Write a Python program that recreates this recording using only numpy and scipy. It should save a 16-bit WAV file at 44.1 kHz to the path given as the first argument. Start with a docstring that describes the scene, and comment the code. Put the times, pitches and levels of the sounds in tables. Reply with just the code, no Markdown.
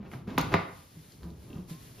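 """A plastic lid is pushed down over the bag-lined rim of a small bin, in a kitchen.
It scrapes along the rim (noise grains); two catches snap home and ring the hollow shell (decaying modes).
Hands turn the bin on the counter: soft bumps (low modes), edge ticks (noise bands), a short creak
(mode bursts), a faint squeak (gliding tone), the hiss of the bag and a low rumble (filtered noise)."""
import sys
import numpy as np
from scipy import signal
from scipy.fft import rfft, irfft
from scipy.io import wavfile

SR = 44100
rng = np.random.default_rng(int(sys.argv[2]) if len(sys.argv) > 2 else 0)


def materialize(psi):
    """Save the field psi as 16-bit PCM at rate SR to the path in sys.argv[1].

    A 1-D psi becomes a single channel; in a 2-D psi each row is a channel.
    """
    bounded = np.clip(np.atleast_2d(psi).T, -1, 1)
    quanta = np.round(bounded * 32767).astype(np.int16)
    wavfile.write(sys.argv[1], SR, quanta)


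N = 88200
TIME = np.arange(N) / SR
FREQS = np.maximum(np.arange(N // 2 + 1) * SR / N, 1)


def amp(db):
    """Decibels to gain."""
    return 10 ** (np.asarray(db) / 20)


def unit(x):
    """Scale to rms 1."""
    return x / np.sqrt(np.mean(x ** 2) + 1e-20)


def at_hz(rows, hz, axis=1):
    """Read a table column on a log-frequency axis."""
    rows = np.array(rows)
    return np.interp(np.log(hz), np.log(rows[:, 0]), rows[:, axis])


def level(rows):
    """Gain from a curve of (time_s, level_db), silent outside it."""
    time_s, level_db = np.transpose(rows)
    inside = (TIME >= time_s[0]) * (TIME <= time_s[-1])
    return amp(np.interp(TIME, time_s, level_db)) * inside


def fade(start_s, t60_s):
    """Exponential decay beginning at start_s."""
    decay = np.exp(-np.log(1000) * np.clip((TIME - start_s) / t60_s, 0, 10))
    return (TIME >= start_s) * decay


def swing(start_s, hz, t60_s, rise_s):
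    """A mode that swells from start_s and dies away."""
    age_s = np.maximum(TIME - start_s, 0)
    rise = 1 - np.exp(-age_s / rise_s)
    return np.sin(2 * np.pi * hz * age_s) * fade(start_s, t60_s) * rise


def resonate(x, hz, width_hz):
    """Two-pole resonance with gain near 1 on top."""
    radius = np.exp(-np.pi * width_hz / SR)
    zeros = np.array([1, 0, -1]) * (1 - radius * radius) / 2
    poles = [1, -2 * radius * np.cos(2 * np.pi * hz / SR), radius * radius]
    return signal.lfilter(zeros, poles, x + 1e-18)


def noise_band(hz, width_hz):
    """Noise through two stacked resonances, rms 1."""
    narrow = resonate(rng.standard_normal(N), hz, width_hz)
    return unit(resonate(narrow, hz, 2 * width_hz))


def in_room(x, room, wet_db):
    """Direct sound plus its reverberation."""
    wet = signal.fftconvolve(x[None], room, axes=1)[:, :N]
    return x + amp(wet_db) * wet


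def snaps(room):
    """Each catch strikes the same shell modes, in a mix set by its place on the rim."""
    # catches: start_s, level_db, room_db, contact_lowpass_hz
    catches = [(0.3783, -17.5, 2, 6500), (0.5401, -18, 1.5, 3720)]
    # shell modes: pitch_hz, t60_s, first_catch_db, second_catch_db
    shell = [(171.2, 0.1, -6, 4), (265, 0.052, 3.5, -3.5), (378, 0.03, -18, 2), (533, 0.02, -2.5, -0.5),
             (715, 0.019, -5.5, 2.5), (794, 0.034, -3.5, -2), (980, 0.012, 5, 6), (1211, 0.021, -5, 2),
             (1466, 0.03, -5, -6), (2025, 0.0051, 4.5, 12.5), (2700, 0.0027, 2, -3.5),
             (3815, 0.0047, -2.5, 0.5), (4950, .005, -18, -4.5), (6800, 0.0031, -27, -1.5)]
    # bending waves: low modes arrive later and swell more slowly
    lag_cycles, rise_cycles = 0.31, 0.55
    out = 0
    for k, (start_s, level_db, wet_db, contact_hz) in enumerate(catches):
        ring = 0
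        for i, (hz, t60_s, *strengths_db) in enumerate(shell):
            mode = swing(start_s + lag_cycles / hz, hz, t60_s, rise_cycles / hz)
            sign = (-1) ** i  # neighbours swing in opposite directions
            ring = ring + sign * amp(level_db + strengths_db[k]) * mode
        ring = signal.sosfilt(signal.butter(2, contact_hz, fs=SR, output="sos"), ring)
        out = out + in_room(ring, room, wet_db)
    return out


def rub(curve, colour):
    """Friction: dense tiny slips of uneven size and random sign."""
    grains_per_s, spread_db = 5600, 3.5
    sizes = amp(spread_db * np.minimum(rng.exponential(1, N), 4)) * rng.choice([-1, 1], N)
    grains = sizes * (rng.random(N) < grains_per_s / SR)
    return level(curve) * unit(irfft(rfft(grains) * amp(at_hz(colour, FREQS)), N))


def rim_rub():
    """The lid scrapes down the rim: friction grains on a level curve."""
    # scrape level: time_s, level_db
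    curve = [(0, -58), (0.06, -51.5), (0.105, -62.5), (0.138, -44), (0.165, -52), (0.268, -69.5),
             (0.277, -43), (0.37, -50), (0.45, -46), (0.5, -47), (0.53, -30), (0.56, -49)]
    # rim spectrum: freq_hz, gain_db
    colour = [(100, 3), (300, 12.5), (550, 4), (1100, 2.5), (1700, -6), (2400, -7.5), (5000, -19.5),
              (8000, -29.5), (15000, -30)]
    return rub(curve, colour)


def ticks():
    """Plastic edges click past each other: decaying noise bands."""
    # edge clicks: start_s, level_db, centre_hz, t60_s
    clicks = [(0.116, -48.5, 1495, 0.039), (0.136, -43, 1500, 0.022), (0.2736, -47, 1100, 0.027),
              (0.304, -50.5, 3460, .015), (0.3820, -25, 11600, .011), (0.3824, -28, 4730, 0.013),
              (0.3874, -30, 3380, 0.012), (0.394, -27, 1300, 0.014), (0.405, -39, 4200, .012),
              (0.412, -34.5, 11600, 0.0091), (0.4122, -37, 3600, 0.02), (0.544, -44.5, 11100, 0.018),
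              (1.121, -56, 5000, 0.031), (1.232, -50, 1290, 0.015), (1.232, -47, 3900, 0.004),
              (1.304, -54, 3900, 0.0063), (1.699, -56, 4000, 0.021), (1.985, -57, 780, .04)]
    out = 0
    for start_s, level_db, hz, t60_s in clicks:
        out = out + amp(level_db) * fade(start_s, t60_s) * noise_band(hz, 0.6 * hz)
    return out


def bumps():
    """Hands and counter bump the hollow bin; a wall flexes and swings a few cycles."""
    # wall bumps: start_s, level_db, pitch_hz, t60_s
    pushes = [(0.001, -33.5, 202.4, 0.15), (0.132, -34.5, 210, 0.09), (0.150, -31.5, 130.3, 0.17),
              (0.278, -26, 201.4, 0.094), (0.312, -32.5, 257, 0.17), (0.358, -28, 140, 0.068),
              (0.397, -28.5, 151, 0.31), (0.526, -31.5, 147.7, 0.3), (0.547, -26.5, 94.8, 0.22),
              (0.97, -37.5, 156, 0.17), (1.06, -44, 127, 0.078), (1.218, -41.5, 68.8, 0.63),
              (1.252, -34.5, 173.5, 0.35), (1.505, -37.5, 283, 0.07), (1.532, -36, 235.4, .1),
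              (1.559, -32, 170.6, .12), (1.586, -31, 181, 0.23), (1.71, -29.5, 162.5, 0.15)]
    rise_s, overtone_ratio, overtone_db = 0.0013, 1.9, -15
    out = 0
    for start_s, level_db, hz, t60_s in pushes:
        wall = swing(start_s, hz, t60_s, rise_s)
        overtone = swing(start_s, hz * overtone_ratio, t60_s, rise_s)
        out = out + amp(level_db) * (wall + amp(overtone_db) * overtone)
    return out


def creak():
    """The base sticks and slips on the counter; each slip rings the base and jogs the wall."""
    # separate slips: start_s, level_db
    slips = [(1.5028, -44), (1.5292, -39), (1.5548, -44), (1.5808, -47), (1.984, -46), (1.994, -41)]
    # base and wall modes: pitch_hz, level_db, t60_s
    modes = [(2750, -2, .016), (3150, -3, .012), (3750, -8, .012), (400, -2, .04)]
    out = 0
    for start_s, level_db in slips:
        for hz, mode_db, t60_s in modes:
            out = out + amp(level_db + mode_db) * swing(start_s, hz, t60_s, rise_s=0.0012)
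    return out


def base_rub():
    """The base rubs on the counter: friction grains on a level curve."""
    # rub level: time_s, level_db
    curve = [(1.2, -63.5), (1.235, -50.5), (1.35, -63.5), (1.48, -60.5), (1.535, -51), (1.6, -53.5),
             (1.68, -72), (1.71, -74), (1.8, -87), (1.96, -99), (2.0, -79)]
    # base spectrum: freq_hz, gain_db
    colour = [(100, 2.5), (330, 2.5), (600, -4), (1200, -10), (2000, -21.5), (5000, -27), (15000, -29.5)]
    return rub(curve, colour)


def squeak():
    """A thin tone that swells, fades and rises in pitch as the bin turns."""
    start_s, length_s, level_db = 1.665, 0.17, -62.5
    start_hz, glide_hz_per_s = 985, 720
    age_s = np.clip(TIME - start_s, 0, length_s)
    phase = 2 * np.pi * np.cumsum(start_hz + glide_hz_per_s * age_s) / SR
    return amp(level_db) * np.sin(np.pi * age_s / length_s) * np.sin(phase)


def diffuse():
    """Left and right spectra of white noise arriving from all sides."""
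    # stereo width: freq_hz, side_minus_mid_db
    width_table = [(60, -20), (120, -20.5), (220, -11), (400, -9), (700, 2), (1400, -1), (2000, -6),
                   (4400, -8), (8000, 8.5), (11000, -4), (15000, 7.5)]
    mid, side = rfft(rng.standard_normal((2, N)))
    width = amp(at_hz(width_table, FREQS))
    return np.array([mid + width * side, mid - width * side]) / np.sqrt(1 + width ** 2)


def wash(curve, colour):
    """Smooth diffuse noise on a level curve."""
    return level(curve) * unit(irfft(diffuse() * amp(at_hz(colour, FREQS)), N))


def bag_hiss():
    """Soft hiss of the bag: broad diffuse noise."""
    # hiss level: time_s, level_db
    curve = [(0, -94), (0.13, -55.5), (0.24, -71), (0.45, -55.5), (0.66, -61), (0.77, -55), (0.88, -59),
             (1.0, -57), (1.12, -57), (1.2, -61), (1.35, -64.5), (1.43, -59), (1.67, -63.5), (1.70, -47.5),
             (1.77, -55.5), (1.85, -53), (1.94, -56.5), (2.0, -53.5)]
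    # hiss spectrum: freq_hz, gain_db
    colour = [(200, 5), (600, 1.5), (1500, -3), (4200, -3.5), (6500, -5.5), (8500, -2.5), (11000, -4),
              (15000, -7.5)]
    return wash(curve, colour)


def handling_rumble():
    """Low handling rumble: diffuse noise weighted to the bass."""
    # rumble level: time_s, level_db
    curve = [(0, -48), (0.25, -49.5), (0.33, -41), (0.48, -38.5), (0.65, -49.5), (0.87, -58), (1.15, -54.5),
             (1.3, -48), (1.42, -51.5), (1.57, -46.5), (1.8, -52), (2.0, -51.5)]
    # rumble spectrum: freq_hz, gain_db
    colour = [(20, -53), (40, -8.5), (65, 1.5), (120, 3), (190, 0), (330, -8), (520, -16.5), (1000, -27.5),
              (3000, -91)]
    return wash(curve, colour)


def kitchen_response():
    """Dense early echoes from counter and cupboards, then a tail that dies band by band."""
    # kitchen reverberation: freq_hz, level_db, t60_s
    bands = [(80, -16, .35), (180, -14, .35), (300, -5, .4), (650, -1, .47), (1200, -2, .52),
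             (2200, -4, .46), (4000, 0, .42), (7000, -3, .35), (13000, -7, .22)]
    early_db, early_t60_s, first_echo_s = -4, 0.064, 0.0025
    noise, out = diffuse(), 0
    centres_hz = np.geomspace(60, 15000, 16)
    early = fade(first_echo_s, early_t60_s)
    for hz, pick in zip(centres_hz, np.eye(len(centres_hz))):
        # triangular bands on a log axis that sum to 1
        band = irfft(noise * np.interp(np.log(FREQS), np.log(centres_hz), pick), N)
        tail = fade(first_echo_s, at_hz(bands, hz, axis=2))
        shape = np.hypot(unit(tail), amp(early_db) * unit(early)) / np.sqrt(N)
        out = out + band * shape * amp(at_hz(bands, hz))
    return out


def scene():
    """Lid and handling in the kitchen, over hiss and rumble."""
    room = kitchen_response()
    friction = rim_rub() + base_rub() + squeak()
    handling = in_room(ticks(), room, wet_db=-2) + in_room(creak(), room, wet_db=-6)
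    handling = handling + in_room(bumps(), room, wet_db=-9) + in_room(friction, room, wet_db=-0.5)
    return snaps(room) + handling + bag_hiss() + handling_rumble()


def record(dry):
    """Left and right lean by band; one treble band is opposed, another alike; little sounds above 15 kHz."""
    # channel balance: freq_hz, left_minus_right_db
    balance = [(100, 0.5), (700, -1), (1200, -1.5), (2400, 0.7), (4400, 4.5), (8000, 1.5), (15000, -0.5)]
    opposed_hz, alike_hz, cutoff_hz = (7600, 9400), (11500, 12700), 15400
    lean_db = np.outer([1, -1], at_hz(balance, FREQS)) / 2
    left, right = irfft(rfft(dry) * amp(lean_db), N)
    no_mid = signal.butter(3, opposed_hz, "bandstop", fs=SR, output="sos")
    no_side = signal.butter(3, alike_hz, "bandstop", fs=SR, output="sos")
    mid = signal.sosfilt(no_mid, (left + right) / 2)
    side = signal.sosfilt(no_side, (left - right) / 2)
    lowpass = signal.ellip(10, 0.2, 80, cutoff_hz, fs=SR, output="sos")
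    return signal.sosfilt(lowpass, np.array([mid + side, mid - side]))


dry = scene()
out = record(dry)
materialize(out)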